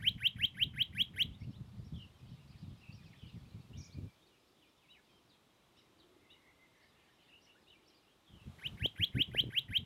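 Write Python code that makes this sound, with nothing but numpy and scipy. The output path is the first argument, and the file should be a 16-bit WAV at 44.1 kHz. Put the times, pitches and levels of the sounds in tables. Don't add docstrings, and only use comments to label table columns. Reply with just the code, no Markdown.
import sys
import numpy as np
from scipy import signal
from scipy.fft import rfft, irfft, next_fast_len
from scipy.io import wavfile
from scipy.ndimage import uniform_filter1d, map_coordinates

SR = 44100
rng = np.random.default_rng(int(sys.argv[2]) if len(sys.argv) > 2 else 0)


def store_wav(level_fs):
    pcm = np.round(np.clip(np.atleast_2d(level_fs), -1, 1) * 32767)
    wavfile.write(sys.argv[1], SR, pcm.T.astype(np.int16))


N = 434385

# time_from_flick_s, pitch_hz, whistle_db, overtones_db
SWEEP = [(-.07, 1480, -34.5, -13.5), (-.064, 1530, -28, -11.5), (-.054, 1700, -22.5, -10.5),
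         (-.039, 2220, -14.5, -2.5), (-.032, 2550, -14, -8.5), (-.012, 3030, -0.5, 5),
         (-.003, 3280, 1.1, 2), (.0005, 3670, -13, 1.5), (.004, 3884, -11, 2.5), (.01, 4050, -48, -37)]
# start_s, length_s, level_db, brightness_db
GUSTS = [(0.0, 0.18, -48, -18), (0.361, 0.092, -47, -23), (0.607, 0.074, -46, -11),
         (0.719, 0.1, -48.5, -15), (0.912, 0.12, -48.5, -16), (1.132, 0.056, -52, -6),
         (1.222, 0.1, -47, -12.5), (1.422, 0.082, -44, -17), (1.566, 0.078, -47.5, -18.5),
         (1.779, 0.052, -45.5, -13), (1.917, 0.069, -45, -15.5), (2.227, 0.13, -51.5, -19),
         (2.487, 0.13, -56.5, -17), (2.632, 0.098, -47.5, -20), (2.894, 0.063, -52.5, -17),
         (3.02, 0.09, -57, -15), (3.232, 0.036, -50, -11), (3.343, 0.035, -46.5, -16),
         (3.424, 0.031, -53.5, -15), (3.545, 0.06, -49.5, -9), (3.746, 0.076, -46.5, -10),
         (3.956, 0.11, -44.5, -9.5), (8.31, 0.064, -58, -12.5), (8.465, 0.03, -46, -15),
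         (8.663, 0.098, -49.5, -10.5), (8.818, 0.04, -42.5, -14), (8.999, 0.035, -42.5, -9.5),
         (9.154, 0.049, -37.5, -6), (9.288, 0.086, -47.5, -8), (9.408, 0.088, -45, -8.5),
         (9.696, 0.023, -44, -21), (9.796, 0.026, -42.5, -9)]


def nuthatch(echo_s=.0295, stones_s=.0017, stones_db=-18, crags_db=-6, slope_db=-19, catch_lead_s=.027):
    # flick_s, level_db, pitch_factor, length_factor, push_db
    notes = [(0.0902, -22, 1.022, .98, -1), (0.2735, -22, 0.99, 1.005, -.5),
             (0.4543, -22.5, 1.002, 1.0, -1.5), (0.637, -22.5, 1.004, 0.97, -2),
             (0.8246, -23, 1.005, 0.93, -1), (1.022, -24.5, 1.018, 1.04, 2.5),
             (1.227, -23.5, 1.007, 0.94, 4), (8.673, -32, 0.96, 0.9, -0.5),
             (8.8637, -26, 0.995, 0.97, -0.5), (9.0465, -23.5, 1.017, .95, 0),
             (9.2244, -23, 0.99, 1.04, -1.5), (9.4061, -22.3, 1.008, 0.99, -1),
             (9.591, -23.5, 1.006, 0.97, -1.5), (9.7747, -23.5, 1, 0.96, -1)]
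    # frequency_hz, gain_db
    face = [(1500, -12), (2450, -11), (2900, -22.5), (3300, -28.5), (4000, -21), (11000, -18), (14000, -28)]
    # frequency_hz, t60_s
    stone_decay = [(3000, 0.2), (12000, 0.066)]
    crag_decay = [(2000, 0.2), (3200, 0.12), (12000, 0.073)]
    slope_decay = [(500, 0.44), (3000, 1), (6000, 0.42), (12000, .25)]
    reflection = amp(along(face, np.fft.rfftfreq(SR // 8, 1 / SR)))
    out = np.zeros(N)
    for s, db, pitch, length, push_db in notes:
        start = s + SWEEP[0][0] * length
        add(out, start - catch_lead_s, amp(-55) * catch())
        voice = amp(db) * whistle(pitch, length, push_db)
        echo = irfft(rfft(voice, SR // 8) * reflection)
        add(out, start, voice)
        add(out, start + stones_s, amp(stones_db) * scatter(voice, stone_decay))
        add(out, start + echo_s / 2, amp(crags_db) * scatter(echo, crag_decay))
        add(out, start + echo_s, echo)
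        add(out, start + echo_s, amp(slope_db) * scatter(echo, slope_decay))
    return out


def whistle(pitch, length, push_db, bow_per_db=.002):
    # frequency_hz, nearly_shut_db, wide_open_db
    beak = [(3200, -22.5, -27.5), (3794, -35.5, -38), (4180, -50, -52), (5200, -41.5, -40),
            (6400, -53, -41.5), (8350, -59, -46.5), (9440, -51, -47.5), (10540, -30.5, -40),
            (11680, -37.5, -33), (12500, -46.5, -40.5), (14300, -62.5, -31.5), (15500, -55.5, -41.5)]
    band, shut_db, open_db = np.transpose(beak)
    when, hz, whistle_db, overtones_db = np.transpose(SWEEP)
    t = np.arange(when[0] * length, when[-1] * length, 1 / SR) / length
    shake = np.interp(t, [-.074, -.066, -.03], [.04, .008, .002])
    f = pitch * np.interp(t, when, hz) * (1 + shake * wobble(900, len(t)) + .011 * wobble(100, len(t)))
    middle = np.interp(t, [-.06, -.028, -.006], [0, 1, 0])
    f *= 1 + bow_per_db * push_db * middle
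    phase = 2 * np.pi * np.cumsum(f) / SR
    voice = amp(np.interp(t, when, whistle_db) + .9 * wobble(130, len(t))) * np.sin(phase)
    bright_db = np.interp(t, when, overtones_db) + 1.6 + .97 * push_db
    gape = np.clip((f - 2300) / 1100, 0, 1)
    rasp = .11 * wobble(1500, len(t))
    for k in range(2, 9):
        colour_db = (1 - gape) * np.interp(k * f, band, shut_db) + gape * np.interp(k * f, band, open_db)
        gain = amp(bright_db + colour_db + 1.6 * wobble(90, len(t)))
        voice += gain * (k * f < SR / 2) * np.sin(k * (phase + rasp))
    return voice * amp(push_db * middle)


def catch(length_s=.031, hz=2100, roughness=.12, sizzle_db=-18):
    u = np.linspace(0, 1, int(length_s * SR))
    f = hz * (1 + .037 * rng.normal() + .2 * (u - .5) + roughness * wobble(1000, len(u)))
    tone = np.interp(u, [0, .18, .3, 1], [0, .54, .82, .48]) * sine(f)
    sizzle = amp(sizzle_db) * np.sqrt(u) * sine(11200 + 1100 * wobble(2500, len(u)))
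    return signal.windows.tukey(len(u), .15) * amp(2.5 * wobble(250, len(u))) * (tone + sizzle)


def wind(lumps_db=3, edge_growth=1.49):
    # frequency_hz, density_db
    buffet = [(12, -49.5), (20, -18.5), (86, -0.5), (120, 1), (216, -8), (328, -25), (369, -30.5),
              (497, -37.5), (700, -37.5), (910, -64), (1540, -120)]
    eddies = amp(lumps_db * wobble(60, N))
    bright_db, = curves([(s + length / 2, brightness) for s, length, _, brightness in GUSTS])
    edge = noise([(100, -25), (250, -1.5), (400, -7.5), (700, -28), (1300, -50.5)])
    swirl = unit(eddies * noise(buffet)) + amp(edge_growth * bright_db) * unit(eddies ** 2 * edge)
    power = np.abs(uniform_filter1d(swirl ** 2, size=SR // 12))
    return airflow() * swirl / np.sqrt(power + 1e-9)


def airflow(fade_s=.01, unsteady_db=3, attack_s=.0081, release_s=.013):
    # start_s, end_s, first_db, last_db
    breeze = [(0, 2.09, -56.5, -54.5), (2.09, 4.08, -64.5, -57.5), (8.29, 9.85, -64.5, -63.5)]
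    t = np.arange(N) / SR
    flow = np.zeros(N)
    for start, end, first_db, last_db in breeze:
        fade = np.clip(np.minimum(t - start, end - t) / fade_s, 0, 1)
        flow += fade * amp(np.interp(t, [start, end], [first_db, last_db]))
    flow *= amp(unsteady_db * wobble(13, N))
    for s, length, db, _ in GUSTS:
        away = np.maximum(s - t, 0) / attack_s + np.maximum(t - s - length, 0) / release_s
        flow = np.maximum(flow, amp(db) * np.exp(-away))
    return flow


def thumps(width_rad=1.32):
    # middle_s, level_db, pitch_hz
    eddies = [(1.926, -33.5, 143), (8.827, -31, 85), (8.845, -29.5, 122.6), (8.859, -26, 398),
              (9.013, -32, 99.3), (9.156, -35, 151), (9.171, -24.5, 162), (9.349, -28.5, 420),
              (9.44, -31.5, 277), (9.491, -36, 238), (9.706, -33.5, 122)]
    out = np.zeros(N)
    t = np.arange(-SR // 30, SR // 30) / SR
    for s, db, hz in eddies:
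        phase = 2 * np.pi * hz * t
        add(out, s + t[0], amp(db) * np.sin(phase) / np.cosh(phase / width_rad))
    return out


def far_birds(wet_db=-1.5, waver=.011, blur_per_db=.0029, near_db=-66):
    direct, send = np.zeros(N), np.zeros(N)
    for s, db, length, pitches, warble in far_calls():
        call = amp(db) * chirp(length, *pitches, waver + blur_per_db * max(near_db - db, 0), warble)
        add(direct, s - length / 2, call)
        add(send, s - length / 2, amp(.34 * (-71 - db)) * call)
    return direct + amp(wet_db) * scatter(send, [(2000, .2), (6000, .26)])[:N]


def far_calls(sag=.0592, warble=.048):
    # middle_s, middle_hz, level_db
    arches = [(1.415, 5540, -75), (1.51, 5350, -77), (1.864, 5640, -76), (1.975, 5470, -77),
              (2.5, 5030, -72.5), (2.6, 5030, -75), (2.95, 5630, -69.5), (3.045, 5300, -74.5),
              (3.797, 5880, -64), (3.795, 6650, -68), (3.85, 5830, -61.5), (3.852, 6850, -69),
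              (5.79, 5700, -76.5), (6.835, 4970, -80), (7.44, 5850, -71), (7.885, 5300, -73),
              (7.962, 4930, -73.5)]
    upslurs = [(1.332, 3240, -62.5), (1.432, 2520, -66.5), (1.552, 3550, -65), (3.28, 3480, -70.5),
               (3.752, 3280, -66.5), (3.925, 4180, -66), (7.572, 1650, -72.5)]
    downslurs = [(2.545, 2210, -74), (3.015, 1990, -72), (3.068, 2610, -71), (3.13, 2100, -74.5),
                 (3.367, 2080, -76), (4.29, 3550, -75), (4.637, 2710, -70.5), (4.84, 2480, -73),
                 (4.95, 2570, -64), (4.978, 1756, -78), (5.318, 3830, -73.5), (5.80, 2490, -77),
                 (6.01, 3670, -75), (7.735, 2710, -66)]
    # middle_s, length_s, middle_hz, glide_ratio, level_db
    warbles = [(1.998, 0.14, 3050, -0.28, -62), (2.873, 0.14, 2650, -.07, -64.5),
               (3.242, .19, 3020, -0.31, -66.5), (4.191, .11, 3410, .07, -76),
               (7.03, .12, 2450, -0.05, -79), (7.235, 0.12, 3160, 0.21, -72.5),
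               (7.342, .14, 2750, 0.074, -65.5), (7.5, .08, 2830, -0.058, -66),
               (8.355, .22, 3000, -.33, -68.5)]
    # middle_s, level_db
    double_calls = [(4.912, -67), (5.784, -73.5), (6.32, -66.5), (7.695, -70.5)]
    # length_s, first_hz, middle_hz, last_hz, gain_db
    voices = [(.065, 2400, 2950, 2780, 2), (0.038, 3200, 3920, 3450, 2)]
    calls = []
    for rows, length, ratios in [(arches, .06, (.68, 1, .68)), (upslurs, .052, (.771, 1, 1.21)),
                                 (downslurs, .065, (1.4, 1, .83))]:
        calls += [(s, db, length, hz * np.array(ratios), 0) for s, hz, db in rows]
    for s, length, hz, glide, db in warbles:
        ratios = np.array([1 + sag - glide / 2, 1, 1 + sag + glide / 2])
        calls.append((s, db, length, hz * ratios, warble))
    for s, db in double_calls:
        calls += [(s, db + gain_db, length, pitches, 0) for length, *pitches, gain_db in voices]
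    return calls


def chirp(length_s, first, middle, last, waver, warble=0, warble_hz=48):
    u = np.linspace(0, 1, int(length_s * SR))
    arc = np.polyval(np.polyfit([0, .5, 1], [first, middle, last], 2), u)
    vibrato = warble * np.sin(2 * np.pi * warble_hz * length_s * u)
    jitter = waver * (wobble(170, len(u)) + .5 * wobble(800, len(u)))
    envelope = signal.windows.tukey(len(u), .35) * amp(3.6 * wobble(109, len(u)))
    return envelope * sine(arc * (1 + vibrato + jitter))


def chatter(direct=1.7, wet=1.12):
    # start_s, end_s, calls_per_s, level_db
    bouts = [(1.351, 2.198, 36, -84.5), (2.2, 3.601, 91, -84), (3.601, 5.601, 30, -86.5),
             (6.749, 8.1, 34, -85)]
    calls = np.zeros(N)
    for start, end, rate, db in bouts:
        count = int(rate * (end - start))
        draws = rng.uniform([start, .03, 2200, -.3, -.05], [end, .08, 4900, .3, .2], (count, 5))
        for s, length, hz, rise, arch in draws:
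            call = chirp(length, hz * (1 - rise), hz * (1 + arch), hz * (1 + rise), waver=.02)
            add(calls, s, amp(db) * 3200 / hz * call)
    return direct * calls + wet * scatter(calls, [(2000, .45), (6000, .19)])[:N]


def far_tones(flutter_db=4, smear_rad=3):
    # start_s, length_s, pitch_hz, level_db, t60_s
    tones = [(3.73, 1.0, 2355, -71, 2.8), (5.088, 0.11, 3160, -78, 3), (6.119, 1.26, 2100, -74, 8.2),
             (6.401, 0.49, 2063, -70, 3.4), (6.72, 0.82, 1786, -75.5, 5.2), (8.421, .13, 3220, -76, 3)]
    out = np.zeros(N)
    for s, length, hz, db, t60 in tones:
        t = np.arange(int(length * SR)) / SR
        phase = 2 * np.pi * hz * t + smear_rad * wobble(100, len(t))
        level_db = db - 60 * t / t60 + flutter_db * wobble(20.4, len(t))
        add(out, s, signal.windows.tukey(len(t), .12) * amp(level_db) * np.sin(phase))
    return out


def drone():
    # peak_s, width_s, level_db
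    swells = [(4.45, 0.25, -76.5), (5.2, 0.14, -79), (6.1, 0.24, -71), (7.85, 0.28, -76.5)]
    t = np.arange(N) / SR
    level = sum(amp(db) * np.exp(-.5 * ((t - s) / width) ** 2) for s, width, db in swells)
    return level * noise([(200, -39), (300, -1.5), (350, .5), (430, -10), (650, -26.5), (1200, -70)])


def valley(body_db=7.5):
    # frequency_hz, density_db
    rush_spectrum = [(15, -43), (25, -5), (82, 0), (313, -1.5), (614, -6), (1170, -7), (1570, -12.5),
                     (2360, -12.5), (3930, -11.5), (4260, -18.5), (6380, -22.5), (12800, -27), (14300, -31),
                     (15500, -41)]
    # time_s, rush_db, hiss_db
    drift = [(0.0, -76, -78.5), (0.11, -79.5, -76), (0.22, -79, -83), (0.76, -78.5, -86.5),
             (1.81, -76, -84.5), (4.0, -76.5, -79), (4.33, -79.5, -80.5), (6.31, -77, -87),
             (8.23, -78.5, -84.5), (8.67, -70, -78), (8.92, -76, -81), (9.46, -75.5, -89), (9.85, -78, -88)]
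    rush_db, hiss_db = curves(drift)
    rush = amp(rush_db + body_db) * noise(rush_spectrum)
    hiss = amp(hiss_db) * noise([(1500, -24.5), (3000, 4), (5000, 4.5), (7000, -2), (15000, -7)])
    return rush + hiss


def scatter(x, decay):
    hz, t, spectra = signal.stft(rng.standard_normal(SR * 3 // 4), SR, nperseg=256)
    tail = signal.istft(spectra * amp(-60 * t / along(decay, hz)[:, None]), SR, nperseg=256)[1]
    return signal.fftconvolve(x, tail / np.linalg.norm(tail))


def noise(spectrum):
    return unit(filtered(rng.standard_normal(N), lambda hz: amp(along(spectrum, hz))))


def filtered(x, response):
    size = next_fast_len(N + SR // 2)
    return irfft(rfft(x, size) * response(np.fft.rfftfreq(size, 1 / SR)), size)[:N]


def sine(hz):
    return np.sin(2 * np.pi * np.cumsum(hz) / SR)


def wobble(rate, size):
    knots = rng.standard_normal(int(size * rate / SR) + 4)
    return map_coordinates(knots, [np.arange(size) * rate / SR], mode="nearest")


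def along(points, hz):
    f, values = np.transpose(points)
    return np.interp(np.log(hz + 1), np.log(f + 1), values)


def curves(rows):
    s, *columns = np.transpose(rows)
    return [np.interp(np.arange(N) / SR, s, column) for column in columns]


def amp(db):
    return 10 ** (np.asarray(db) / 20)


def unit(x):
    return x / np.sqrt(np.mean(x ** 2) + 1e-20)


def add(out, s, sound):
    i = round(s * SR)
    part = sound[max(-i, 0):max(N - i, 0)]
    out[max(i, 0):][:len(part)] += part


def scene():
    birds = nuthatch() + far_birds() + chatter()
    return (birds + far_tones() + wind() + thumps() + valley() + drone())[None]


def record(dry, low_cut_hz=42, top_hz=15800):
    def response(hz):
        return (hz < top_hz) * hz ** 2 / np.hypot(hz ** 2, low_cut_hz ** 2)
    return np.array([filtered(channel, response) for channel in dry])


dry = scene()
out = record(dry)
store_wav(out)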